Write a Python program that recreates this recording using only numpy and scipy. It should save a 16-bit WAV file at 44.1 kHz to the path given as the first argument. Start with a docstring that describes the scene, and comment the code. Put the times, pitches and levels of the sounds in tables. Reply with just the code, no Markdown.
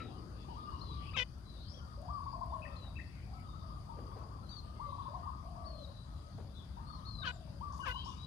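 """Doves coo near and far in a tropical garden: pitch-curved near sines, purring notes chopped unevenly.
Small birds whistle from several perches; a close myna squawks three times, slide into buzz.
A bird steps through dry leaves: crackling noise bursts. Insects, air and far traffic are shaped noise.
The stereo microphone lies on the ground: its left port faces the trees, the right one is shaded."""
import sys
import numpy as np
from scipy import signal
from scipy.fft import rfft, irfft
from scipy.io import wavfile
from scipy.ndimage import uniform_filter1d

SR = 44100
rng = np.random.default_rng(int(sys.argv[2]) if len(sys.argv) > 2 else 0)


def makeup_ratio(level_db):
    """Linear amplitude ratio for a level in decibels (20 dB per factor of ten)."""
    decades = np.asarray(level_db, float) / 20
    return 10 ** decades


def persist_wave(psi):
    """Save psi, clipped to +-1, as 16-bit WAV."""
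    counts = np.round(np.clip(psi, -1, 1) * 32767).astype(np.int16)
    wavfile.write(sys.argv[1], SR, np.atleast_2d(counts).T)


N = 364266  # length [samples]

# The near dove's phrase, a long coo and five short ones:
# (time after its start, before slowing [s], length [s], top pitch [Hz], level before effort [dB])
NEAR_PHRASE = [(0.0, .12, 1178, -42), (.122, 0.05, 1198, -43), (0.181, 0.0454, 1173, -41),
               (0.253, 0.0434, 1142, -40), (.335, .044, 1140, -39), (.45, .057, 1138, -41)]
# When the near dove sings it: (time [s], slowness [ratio], effort [dB])
NEAR_PHRASE_TIMES = [(2.079, .975, 1.1), (4.793, 1.025, 0.1), (7.605, 1.0, -1.1)]
# Doves further off, one row a coo: (time [s], length [s], top pitch [Hz], level [dB])
FAR_COOS = [(.23, .12, 1170, -69), (.478, 0.063, 1001, -49), (.551, .166, 1213, -47),
            (.714, 0.055, 1150, -47.5), (.81, 0.039, 1219, -47.5), (.888, .21, 1168, -51),
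            (1.786, .097, 1417, -60), (1.86, .094, 1264, -60), (2.637, 0.07, 1150, -61),
            (2.698, 0.081, 1335, -59), (3.322, 0.16, 1304, -56), (3.482, .072, 1283, -56),
            (3.536, .063, 1366, -57), (3.616, 0.052, 1328, -55), (3.692, 0.1, 1230, -53),
            (3.886, .037, 1010, -47.5), (3.906, 0.14, 1197, -56.5), (4.054, 0.041, 1285, -52.8),
            (4.111, 0.048, 1202, -52), (4.198, 0.038, 1210, -51.5), (4.299, 0.086, 1199, -56),
            (4.413, 0.05, 1384, -58), (4.498, 0.058, 1344, -61), (5.21, 0.088, 1230, -47.5),
            (5.312, 0.061, 1292, -50.5), (5.368, .053, 1234, -52), (5.451, .042, 1205, -51.5),
            (5.551, 0.15, 1163, -49.5), (6.05, .11, 1290, -62.5), (6.214, 0.099, 1290, -62.5),
            (6.764, 0.032, 1038, -47), (6.786, .11, 1225, -56.5), (6.882, 0.045, 1335, -52),
            (6.926, 0.045, 1275, -51), (6.994, 0.026, 1232, -50), (7.069, .032, 1230, -48),
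            (7.17, 0.06, 1247, -53)]
# Purring notes of a larger dove: (time [s], length [s], pitch [Hz], level [dB], shape name)
PURRS = [(0.048, .09, 770, -60, "short"), (1.73, 0.052, 558, -60, "short"),
         (1.971, 0.16, 743, -51.5, "rising"), (2.331, 0.43, 700, -53.5, "long"),
         (3.269, .13, 766, -59.5, "short"), (3.619, .08, 660, -60, "short"),
         (4.862, 0.058, 576, -57, "short"), (5.079, .16, 742, -52, "rising"), (5.43, .49, 702, -54, "long"),
         (7.19, .4, 707, -60.5, "long")]
# Shapes of its notes, by name: (share of the length [0-1], share of the pitch [ratio], level [dB])
PURR_SHAPES = { "short": [(0, .93, -4), (.45, 1, 0.5), (1, 0.93, -2.5)], "rising": [(0, .72, -7.5),
               (.3, .85, -4), (.45, 0.99, 0), (.7, .95, -0.5), (1, .88, -7.5)], "long": [(0, .92, 0),
               (.12, 1, -0.5), (.35, 0.98, -0.5), (.55, .93, 0), (.72, .85, -0.8), (.87, .79, -9),
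               (1, 0.8, -2)]}
# Bouts of the crowd of doves in far trees: (start [s], end [s])
CROWD_BOUTS = [(0.0, .85), (1.95, 2.8), (3.48, 5.3), (4.8, 6), (6.9, 7.3), (7.7, 9.9)]

# Whistles of songbirds, with the myna's two dipping intros and the tail of one squawk (first row):
# (time [s], length [s], pitch [Hz], level [dB], call name, perch name)
WHISTLES = [(0.0, 0.034, 1322, -44.5, "flat", "near"), (0.0, .085, 3884, -58, "flat", "near"),
            (.65, 0.17, 2874, -68, "flat", "thicket"), (0.803, 0.15, 4334, -53.5, "slope", "near"),
            (0.985, .13, 2960, -67, "flat", "thicket"), (1.453, 0.14, 4000, -60.5, "flat", "high"),
            (1.569, .23, 5600, -53, "rise", "thicket"), (1.74, .07, 3380, -59, "arch", "open"),
            (2.499, 0.055, 3560, -71, "flat", "hedge"), (2.618, 0.051, 2646, -47, "chip", "hedge"),
            (2.756, .14, 4230, -57, "slope", "near"), (2.933, .11, 3890, -74, "flat", "near"),
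            (2.953, 0.052, 2680, -44.5, "chip", "hedge"), (3.46, .16, 3720, -67.5, "flat", "thicket"),
            (4.43, 0.12, 4270, -60, "drop", "near"), (4.49, .12, 4640, -48, "arch", "high"),
            (4.49, 0.13, 6200, -71, "arch", "high"), (4.751, 0.112, 2100, -70, "flat", "thicket"),
            (4.94, 0.19, 3960, -70, "flat", "high"), (4.97, .14, 3570, -71, "flat", "thicket"),
            (5.643, 0.22, 4524, -53.5, "fall", "near"), (5.922, .13, 4000, -61.5, "flat", "far"),
            (6.54, 0.063, 4020, -58.5, "arch", "hedge"), (6.549, 0.072, 3560, -58.5, "arch", "thicket"),
            (6.865, 0.14, 4494, -57.5, "arch", "high"), (7.048, 0.19, 4405, -45.5, "fall", "near"),
            (7.217, 0.034, 1480, -44, "dip", "open"), (7.288, 0.089, 7600, -63, "arch", "high"),
            (7.799, 0.151, 2962, -49.5, "swell", "open"), (7.818, 0.041, 1480, -43.5, "dip", "open"),
            (7.916, .13, 3990, -57.5, "flat", "far"), (7.939, .09, 3226, -46.5, "climb", "open"),
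            (7.967, .17, 2940, -57.5, "flat", "open"), (7.958, 0.18, 5820, -55, "rise", "thicket"),
            (8.16, 0.11, 4070, -53, "climb", "near")]
# Shapes of the calls, by name: (share of the length [0-1], share of the pitch [ratio], level [dB])
CALL_SHAPES = { "fall": [(0, .81, -16), (.08, 1, -2), (.35, .96, -3), (.6, .93, -5.5), (.9, .885, -2),
               (1, .82, -1)], "arch": [(0, .9, -4), (.09, 0.99, -3), (.45, .99, -2), (.75, .95, -1),
               (1, .86, -9)], "flat": [(0, 1.005, -5.5), (.4, 1, 0.3), (1, .98, -6)], "rise": [(0, .66, -9),
               (.22, .72, -10), (.4, .79, -7.5), (.57, .93, 1), (.68, 1.01, -11.5), (1, 1.04, -23)],
               "dip": [(0, 1.12, -11), (.55, 1, 1.5), (1, 1.18, -6)], "chip": [(0, .92, -11), (.4, 1, -0.2),
               (.57, .9, -6), (.61, 0.87, -11), (.67, .72, -16), (.71, .7, -2), (.84, .665, -4.5),
               (1, 0.766, 3)], "slope": [(0, .8, -16), (.09, 1, 4.5), (.25, .96, -8), (.5, 0.94, -3),
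               (.75, .91, 2.5), (1, 0.87, -5.5)], "swell": [(0, 1, -11), (.35, .985, -3), (.8, .965, 2),
               (1, 1, -6)], "drop": [(0, 1, -7), (.4, .94, -7), (.75, .915, 1), (1, .8, -5)],
               "climb": [(0, .9, -14), (.35, 0.94, -2.5), (.75, .97, 1), (1, 0.99, -0.5)]}
# Where each perch lies: (left over right [dB], lead of the left port [radians])
PERCHES = {"near": (15.3, 1), "high": (32, -1.8), "thicket": (19, 1.7), "open": (8.3, 2.6),
           "far": (23, 2.9), "hedge": (17, -0.97)}
# Scatter by leaves and pitch jitter of the whistles, by perch:
# (scattered level [dB], pitch jitter [share of the pitch])
SCATTER_AND_JITTER = {"near": (-9, .004), "high": (-13, .0025), "thicket": (-2, .02), "open": (-9, .005),
                      "far": (-6, .007), "hedge": (-6, .016)}

# Clear side of the myna's voice box, one list a squawk: (time [s], pitch [Hz], level [dB])
MYNA_SLIDES = [
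    [(1.12, 430, -47), (1.13, 624, -64), (1.138, 1195, -50), (1.15, 1330, -45), (1.16, 1210, -42),
     (1.17, 964, -46), (1.18, 594, -41)],
    [(7.232, 1040, -54.4), (7.24, 1100, -44), (7.247, 1334, -43), (7.256, 1230, -41), (7.266, 1023, -57)],
    [(7.845, 1416, -47.6), (7.86, 1235, -44.5), (7.875, 1137, -42), (7.89, 950, -38)],
]
# Buzzing side, one row a squawk: (time [s], length [s], pitch [Hz], level [dB], bend [exponent])
MYNA_BUZZES = [(1.162, 0.077, 495.6, -28.7, .8), (7.247, 0.071, 488.5, -34, 1.35),
               (7.855, 0.0747, 497, -37.5, 1.297)]
# Course of a buzz as it swells and fades: (share of the length [0-1], share of the pitch [ratio], level [dB])
BUZZ_SHAPE = [(0, 1.16, -11.5), (.15, 1.075, -4.5), (.32, 1.04, -2.5), (.5, 1, -0.8), (.7, 1.005, -4.5),
              (.88, 1.005, -7), (1, 1.02, -13.5)]
# Relative strength of the buzz's harmonics, one row a squawk, one column a harmonic: (level [dB], ...)
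BUZZ_HARMONICS = [(-10, -13, -9.5, 1, 2, 3, -5, -32, -23.0, -13, -16, -14, -36, -20),
                  (-16, -4.5, 1.5, -14, -6.5, -1, -16, -10.5, -12, -37, -38, -38, -39.6, -37),
                  (-6.5, -5, 2.5, -4, -10, -10, -18, -28.5, -17, -29.9, -27, -33.6, -36.1, -45.8)]
# Roughness of each squawk: (rasping air [dB], lines between the harmonics [dB],
# overtones of the slide [dB], sum tone [dB])
MYNA_GRIT = [(-18.5, -5, -0.5, -8), (-19, -14, -11, -2), (-15.5, -8, -11, -9)]
# Colour of the rasping air: (frequency [Hz], relative level [dB])
RASP_COLOUR = [(300, -45), (900, -24), (1800, -8), (2800, 0), (4200, -3), (6000, -9), (8000, -22),
               (14000, -45)]
# Stereo place of the myna's buzz: (frequency [Hz], left over right [dB])
MYNA_SHADE = [(500, 9.5), (1000, 10.5), (1500, 3), (2000, 22), (2500, 22), (3500, 11), (6000, 29)]
# Its phase at the ports: (frequency [Hz], lead of the left port [radians])
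MYNA_LEAD = [(500, -0.78), (1000, -1), (1500, -1.7), (2000, -1.2), (3000, -0.51), (6000, -1.8)]

# Leaf steps; the first row is the broadband end of a call already under way:
# (time [s], level [dB], decay length [s], centre frequency [Hz])
LEAF_STEPS = [(0, -51, 0.057, 2220), (2.841, -54.5, 0.11, 800), (3.969, -47, 0.15, 363),
              (4.157, -51, 0.22, 560), (6.378, -48.5, 0.11, 520), (7.722, -61, 0.29, 5800),
              (7.765, -68, 0.099, 9800), (7.875, -63, 0.073, 11800), (7.226, -56, 0.044, 3480),
              (8.046, -61, 0.17, 6300)]
# Twig ticks: (time [s], level [dB])
TWIG_TICKS = [(1.0934, -74), (1.3843, -60), (2.018, -59), (2.4618, -57), (3.1564, -61), (3.2144, -64),
              (3.4002, -60), (4.1896, -60), (4.497, -63)]
# Echoes off trunks and a wall: (delay [s], level [dB])
ECHOES = [(.022, -14.5), (.041, -11.5)]

# Colour of the traffic rumble: (frequency [Hz], relative level [dB per Hz])
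RUMBLE_COLOUR = [(15, -29), (28, -11), (38, -9.5), (48, -2.5), (58, 2), (68, 2.5), (80, -3), (100, -3),
                 (140, -7.5), (200, -12.5), (300, -23), (450, -43), (900, -59)]
# Its course: (time [s], level [dB])
RUMBLE_LEVEL = [(0.0, -49), (1.17, -44.5), (1.24, -49), (2.51, -46), (5.8, -47.5), (6.05, -51), (6.17, -45),
                (6.3, -55), (6.35, -43.5), (6.53, -48.5), (7.29, -45), (7.36, -50), (7.64, -45.5),
                (8.26, -47.5)]
# A motor draws away, another nears: (time [s], level [dB])
MOTOR_LEVEL = [(0.0, -52), (.45, -60.5), (.96, -59.5), (1.3, -68), (4.5, -68), (6.4, -71.5), (7.3, -68),
               (8.26, -66)]
# Colour of the air: (frequency [Hz], relative level [dB per Hz])
AIR_COLOUR = [(180, -25.5), (300, -5.5), (461, -13), (581, -3.5), (863, -8.5), (1160, -7), (2110, -22),
              (2790, -24), (3460, -19.5), (4010, -21.5), (4730, -19), (5580, -23), (7390, -28),
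              (9160, -25.5), (15500, -40)]
# Throb of the insect band: (time [s], level [dB])
INSECT_LEVEL = [(0.0, -74), (1.06, -68.5), (1.38, -76), (2.32, -69), (2.57, -75.5), (3.7, -73), (6.83, -77),
                (7.11, -70), (7.38, -74), (8.26, -69.5)]
# Chatter of far birds, one row a burst:
# (middle [s], half length [s], relative level [dB], centre frequency [Hz])
CHATTER_BURSTS = [(0.0, 0.22, -3.5, 3420), (.56, 0.11, 4, 3300), (.9, 0.12, 3.5, 4000),
                  (1.05, .07, 9, 2800), (1.63, .13, -0.5, 3870), (2.8, 0.18, -4, 3100),
                  (3.2, 0.15, 0.5, 2280), (3.85, .4, -9.5, 3230), (4.9, .28, -4, 3522),
                  (5.9, 0.14, -3, 4000), (6.4, 0.39, -8, 3700), (7.04, 0.17, -4, 4050),
                  (7.5, 0.17, -5.5, 3200), (8.08, 0.16, 4, 3120)]
# Shading of the right port: (frequency [Hz], left over right [dB])
PORT_SHADE = [(60, 3), (99, 2.5), (160, 6), (270, 5), (450, 11), (740, 10), (1220, 8), (2010, 6),
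              (3330, 9.5), (5500, 21), (9080, 12.5), (15000, -2)]
# Likeness of the ports in diffuse sound: (frequency [Hz], left-right correlation [-1 to 1])
PORT_LIKENESS = [(30, 0.96), (60, 0.94), (130, 0.92), (290, 0.73), (640, 0.4), (1410, -0.11), (3100, -0.28),
                 (6820, 0.2), (15000, -0.21)]


def evened(x):
    """Scales to rms 1."""
    return x / np.sqrt(np.mean(x ** 2) + 1e-20)


def read(points, hz):
    """Reads a spectrum on a log-frequency axis."""
    f, value = np.transpose(points)
    return np.interp(np.log(hz + 1), np.log(f + 1), value)


def add(mix, s, sound):
    """Mixes a stereo sound in at time s."""
    part = mix[:, round(s * SR):][:, :sound.shape[1]]
    part += sound[:, :part.shape[1]]


def drift(length, size):
    """Smooth random wandering of rms 1; size is the smoothing in samples."""
    return evened(uniform_filter1d(uniform_filter1d(rng.standard_normal(length), size), size))


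def bump(hz, centre_hz, octaves):
    """A bell-shaped band in dB."""
    return -6 * (np.log2((hz + 1) / centre_hz) / octaves) ** 2


def level_curve(rows):
    """Gain of a level curve, sample by sample."""
    s, db = np.transpose(rows)
    return makeup_ratio(np.interp(np.arange(N) / SR, s, db))


def note(shape, s, length, hz, db, bend=1):
    """Stretches a shape into rows (time [s], pitch [Hz], level [dB]); bend deepens or flattens its glide."""
    share, pitch, level_db = np.transpose(shape)
    return np.transpose([s + length * share, hz * pitch ** bend, db + level_db])


def spread(rows, edge):
    """Pitch and gain of a note, sample by sample; edge is the share of its length spent in soft ends."""
    s, hz, db = np.transpose(rows)
    t = np.arange(s[0], s[-1], 1 / SR)
    hz = uniform_filter1d(np.interp(t, s, hz), size=200, mode="nearest")
    soft_ends = signal.windows.tukey(len(t), np.clip(edge, 0, 1))
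    return hz, makeup_ratio(np.interp(t, s, db)) * soft_ends


def tone(hz, gain, shade_db, lead, wobble):
    """A near sine on a jittering pitch curve; the left port leads in phase, the right one is weaker."""
    turns = np.cumsum(hz * (1 + wobble * drift(len(hz), size=90))) / SR + rng.random()
    left = np.sin(2 * np.pi * turns + lead)
    right = np.sin(2 * np.pi * turns) / makeup_ratio(shade_db)
    return np.sqrt(2) * gain * np.array([left, right])


def noise(colour_db, patchy_db, size=1024):
    """Diffuse noise coloured by colour_db(hz, t), with drifting patches; the mean of the ports has rms 1."""
    hz, hop = np.fft.rfftfreq(size, 1 / SR)[:, None], size // 4
    t = np.arange(N // hop + 5) * hop / SR
    a, b, c, d, patches = rng.standard_normal((len(t), len(hz), 5)).T
    patches = evened(uniform_filter1d(uniform_filter1d(patches, 10, 0), 12, 1))
    same = np.clip(read(PORT_LIKENESS, hz), -1, 1)
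    left = a + 1j * b
    right = same * left + np.sqrt(1 - same ** 2) * (c + 1j * d)
    right = right / makeup_ratio(read(PORT_SHADE, hz))
    z = np.array([left, right]) * makeup_ratio(colour_db(hz, t) + patchy_db * patches)
    x = signal.istft(z, nperseg=size, noverlap=size - hop)[1][:, :N]
    return x / np.sqrt(np.mean(x.mean(0) ** 2))


def garden(x, t60):
    """Trunks and leaves scatter the calls: sparse taps of random sign die away, 60 dB in t60 seconds."""
    at = np.arange(500, 30000, 20) + rng.integers(0, 20, (2, 1475))
    taps = np.zeros((2, 30020))
    signs = rng.choice([-1., 1.], at.shape)
    np.put_along_axis(taps, at, signs * makeup_ratio(-60 * at / SR / t60), 1)
    wet = signal.fftconvolve(x[:1], taps / np.linalg.norm(taps[0]), axes=1)[:, :N]
    return wet / makeup_ratio([[0], [11]])  # the right port is shaded by 11 dB


def coo(length, top_hz, db, lag, sag_hz):
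    """The pitch scoops up, holds, sags (rises if sag_hz is negative) and hooks down; the throat flutters."""
    t = np.arange(0, length, 1 / SR)
    scoop = 1 - 0.329 * np.maximum(1 - t / min(0.03, 0.451 * length), 0) ** 1.39
    hook = 1 - 0.15 * np.exp((t - length) / 0.0144)
    hz = scoop * hook * (top_hz - sag_hz * (t / length) ** 2.75)
    shape = np.minimum(t / .009, 1) * np.minimum((length - t) / 0.014, 1)
    flutter_db = 1.7 * drift(len(t), size=300)
    return tone(hz, shape * makeup_ratio(db + flutter_db), 11.7, -lag, wobble=0.0065)


def single_doves():
    """Coos of the near dove and of those further off, as two mixes; short coos sag most."""
    near, far = np.zeros((2, 2, N))
    near_lag, far_lag = 1.64, 3.18  # lag of the left port [radians]
    coos = [(s + slow * after, length, hz, db + effort_db, near_lag, near)
            for s, slow, effort_db in NEAR_PHRASE_TIMES for after, length, hz, db in NEAR_PHRASE]
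    coos += [(*row, far_lag, far) for row in FAR_COOS]
    for s, length, hz, db, lag, mix in coos:
        add(mix, s, coo(length, hz, db, lag, sag_hz=260 * np.exp(-length / .06)))
    return near, far


def purring_dove():
    """A larger dove purrs: beats near 43 a second chop its note unevenly and shake its pitch."""
    out = np.zeros((2, N))
    for *row, kind in PURRS:
        hz, gain = spread(note(PURR_SHAPES[kind], *row), edge=0.083)
        beats = np.cumsum(43 * (1 + 0.2 * drift(len(hz), size=900))) / SR
        chop = (1 + 0.5 * np.sin(2 * np.pi * beats)) * makeup_ratio(1.05 * drift(len(hz), size=700))
        shaken_hz = hz * (1 - 0.053 * np.cos(2 * np.pi * beats))
        add(out, row[0], tone(shaken_hz, gain * chop, 10.8, 0.24, wobble=0.018))
    return out


def dove_crowd():
    """Short faint coos at random times from far trees swell in bouts and sink between them."""
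    crowd = np.zeros((2, N))
    for when, long, high, loud in rng.random((150, 4)):
        call = coo(0.0396 + 0.076 * long, 1000 + 290 * high, -7 + 4 * loud, 2.6, sag_hz=-140)
        add(crowd, when * N / SR, call)
    t = np.arange(N) / SR
    bout_db, lull_db, fade_s = -57.5, -78, 0.1
    inside_s = np.max([np.minimum(t - start, end - t) for start, end in CROWD_BOUTS], 0)
    bouts = np.clip(inside_s / fade_s + 1, 0, 1)
    return makeup_ratio(lull_db + (bout_db - lull_db) * bouts) * crowd


def doves():
    """All doves, with discrete echoes and the garden's scatter; the near dove is drier."""
    near, far = single_doves()
    far = far + purring_dove() + dove_crowd()
    echoes = np.zeros((2, N))
    for delay, db in ECHOES:
        add(echoes, delay, makeup_ratio(db) * (far + near))
    return far + near + echoes + garden(makeup_ratio(-4.5) * far + makeup_ratio(-8.0) * near, t60=0.68)


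def whistles():
    """Thin near sines with jittering pitch flicker in level on the way through leaves, which scatter them."""
    out, scattered = np.zeros((2, 2, N))
    for s, length, pitch_hz, db, call, perch in WHISTLES:
        scatter_db, jitter = SCATTER_AND_JITTER[perch]
        hz, gain = spread(note(CALL_SHAPES[call], s, length, pitch_hz, db), edge=.008 / length)
        flicker = makeup_ratio(3.0 * drift(len(hz), size=260))
        hz = hz * (1 + .005 * drift(len(hz), size=450))  # slow wavering of the pitch
        whistle = tone(hz, gain * flicker, *PERCHES[perch], wobble=jitter)
        add(out, s, whistle)
        add(scattered, s, makeup_ratio(scatter_db) * whistle)
    for delay, db in ECHOES:
        add(out, delay, makeup_ratio(db + 7.5) * scattered)
    return out + garden(scattered, t60=0.55)


def myna_slide(slide, buzz, over_db, sum_db):
    """The clear side glides with two overtones; where both sides sound they mix into a sum tone."""
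    out = np.zeros((2, N))
    start = slide[0][0]
    hz, gain = spread(slide, edge=0.23)
    for k, db in enumerate([0, over_db, over_db - 8]):
        add(out, start, tone((k + 1) * hz, gain * makeup_ratio(db), 21, -0.19, wobble=0.0013))
    t = start + np.arange(len(hz)) / SR
    s, buzz_hz, _ = np.transpose(buzz)
    both = gain * np.clip((t - s[0]) / 0.012 + 1, 0, 1)
    sum_hz = hz + 3 * np.interp(t, s, buzz_hz)  # slide plus the buzz's third harmonic
    add(out, start, tone(sum_hz, both * makeup_ratio(sum_db), 15, -1.3, wobble=0.0053))
    return out


def myna_buzz(buzz, colour, between_db, rasp_db, rasp):
    """The buzzing side sounds fluttering harmonics, early lines between them, and rasping air."""
    out = np.zeros((2, N))
    start = buzz[0][0]
    hz, gain = spread(buzz, edge=0.1)
    share = makeup_ratio(colour) / np.linalg.norm(makeup_ratio(colour))
    # inharmonic lines between the harmonics, early on
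    between = makeup_ratio(between_db) * np.clip(np.linspace(2.2, -1.2, len(hz)), 0, 1)
    closing_db = np.linspace(.2, 1.6, len(hz))  # the beak shuts: high harmonics fade first
    opening_db = 7.0 * np.exp(-np.arange(len(hz)) / SR / 0.012)  # and they need a moment to build up
    for k, part in enumerate(share):
        above = max(k - 6, 0)  # harmonics above the seventh
        for multiple, strength in (k + 1, 1), (k + 1.3, between):
            flutter_db = (3.0 + 0.059 * k) * drift(len(hz), size=150)
            course = makeup_ratio(flutter_db - closing_db * above - (k > 2) * opening_db)
            f = multiple * hz
            line = tone(f, gain * part * strength * course, read(MYNA_SHADE, f), read(MYNA_LEAD, f),
                        wobble=0.0042 + 0.0014 * above)
            add(out, start, line)
    add(out, start, makeup_ratio(rasp_db) * gain * rasp[:, round(start * SR):][:, :len(hz)])
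    return out


def myna():
    """Each squawk runs from the clear side of the voice box into the buzzing one; close, so nearly dry."""
    out = np.zeros((2, N))
    rasp = noise(lambda hz, t: read(RASP_COLOUR, hz), patchy_db=3.5, size=256)
    for slide, row, colour, grit in zip(MYNA_SLIDES, MYNA_BUZZES, BUZZ_HARMONICS, MYNA_GRIT):
        rasp_db, between_db, over_db, sum_db = grit
        buzz = note(BUZZ_SHAPE, *row)
        out += myna_slide(slide, buzz, over_db, sum_db)
        out += myna_buzz(buzz, colour, between_db, rasp_db, rasp)
    return out + makeup_ratio(-33) * garden(out, t60=0.27)


def leaves():
    """Leaf steps, and the end of a call at the start, are crackling decaying noise bursts; twigs tick."""
    out = np.zeros((2, N))
    for s, db, length, hz in LEAF_STEPS:
        t = np.arange(0, 2 * length, 1 / SR)
        crackle = rng.standard_normal(len(t)) * makeup_ratio(3.1 * drift(len(t), size=60))
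        edges = np.clip([hz / (1.2 + 160 / hz), hz * (1.185 + 160 / hz)], 20, .48 * SR)
        band = signal.butter(2, edges, "band", fs=SR, output="sos")
        burst = evened(signal.sosfilt(band, crackle))
        burst = makeup_ratio(db) * burst * np.minimum(t / 0.0028, 1) * np.exp(-1.5 * t / length)
        add(out, s, burst / makeup_ratio([[0], [read(PORT_SHADE, hz)]]))
    for s, db in TWIG_TICKS:
        tick = np.convolve(rng.standard_normal(91), [1, 0, -1], "valid") * np.exp(-np.arange(89) / 14)
        add(out, s, makeup_ratio(db) * tick / makeup_ratio([[0], [6]]))
    return out


def chatter_colour(hz, t):
    """Each burst of far chatter swells and fades in its own band; bursts add in power."""
    power = sum(makeup_ratio(db + bump(hz, centre_hz, 0.33) - 4.3 * ((t - s) / half) ** 2) ** 2
                for s, half, db, centre_hz in CHATTER_BURSTS)
    return 10 * np.log10(power + 1e-20)


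def background():
    """Traffic rumble, motor drone, air, a throbbing insect band and blurred chatter, all shaped noise."""
    chatter = makeup_ratio(-74) * noise(chatter_colour, patchy_db=5.0)
    insects = level_curve(INSECT_LEVEL) * noise(lambda hz, t: bump(hz, 4745, 0.075), patchy_db=2.0, size=256)
    air = makeup_ratio(-65) * noise(lambda hz, t: read(AIR_COLOUR, hz), patchy_db=2.3)
    drone = level_curve(MOTOR_LEVEL) * noise(lambda hz, t: bump(hz, 271, 0.69), patchy_db=2.0)
    rumble = noise(lambda hz, t: read(RUMBLE_COLOUR, hz), patchy_db=-0.37, size=4096)
    return chatter + insects + air + drone + level_curve(RUMBLE_LEVEL) * rumble


def scene():
    """All sources as they reach the two ports."""
    return doves() + whistles() + myna() + leaves() + background()


def roll_off(x):
    """The treble ends steeply here."""
    return signal.sosfilt(signal.butter(12, 15690, fs=SR, output="sos"), x)


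def record(dry):
    """The microphone cuts deep bass; its housing cancels a narrow band and dulls the top."""
    hz = np.fft.rfftfreq(N, 1 / SR)
    dip = 1 - np.array([[.5], [.2]]) * makeup_ratio(bump(hz, 7580, 0.051))  # deeper in the left port
    low_cut = 1 / np.sqrt(1 + (42 / (hz + 1)) ** 9)
    shelf = makeup_ratio(-4 / (1 + (11700 / (hz + 1)) ** 60))
    mix = irfft(rfft(dry) * dip * low_cut * shelf, N)
    return roll_off(mix)


dry = scene()
out = record(dry)
persist_wave(out)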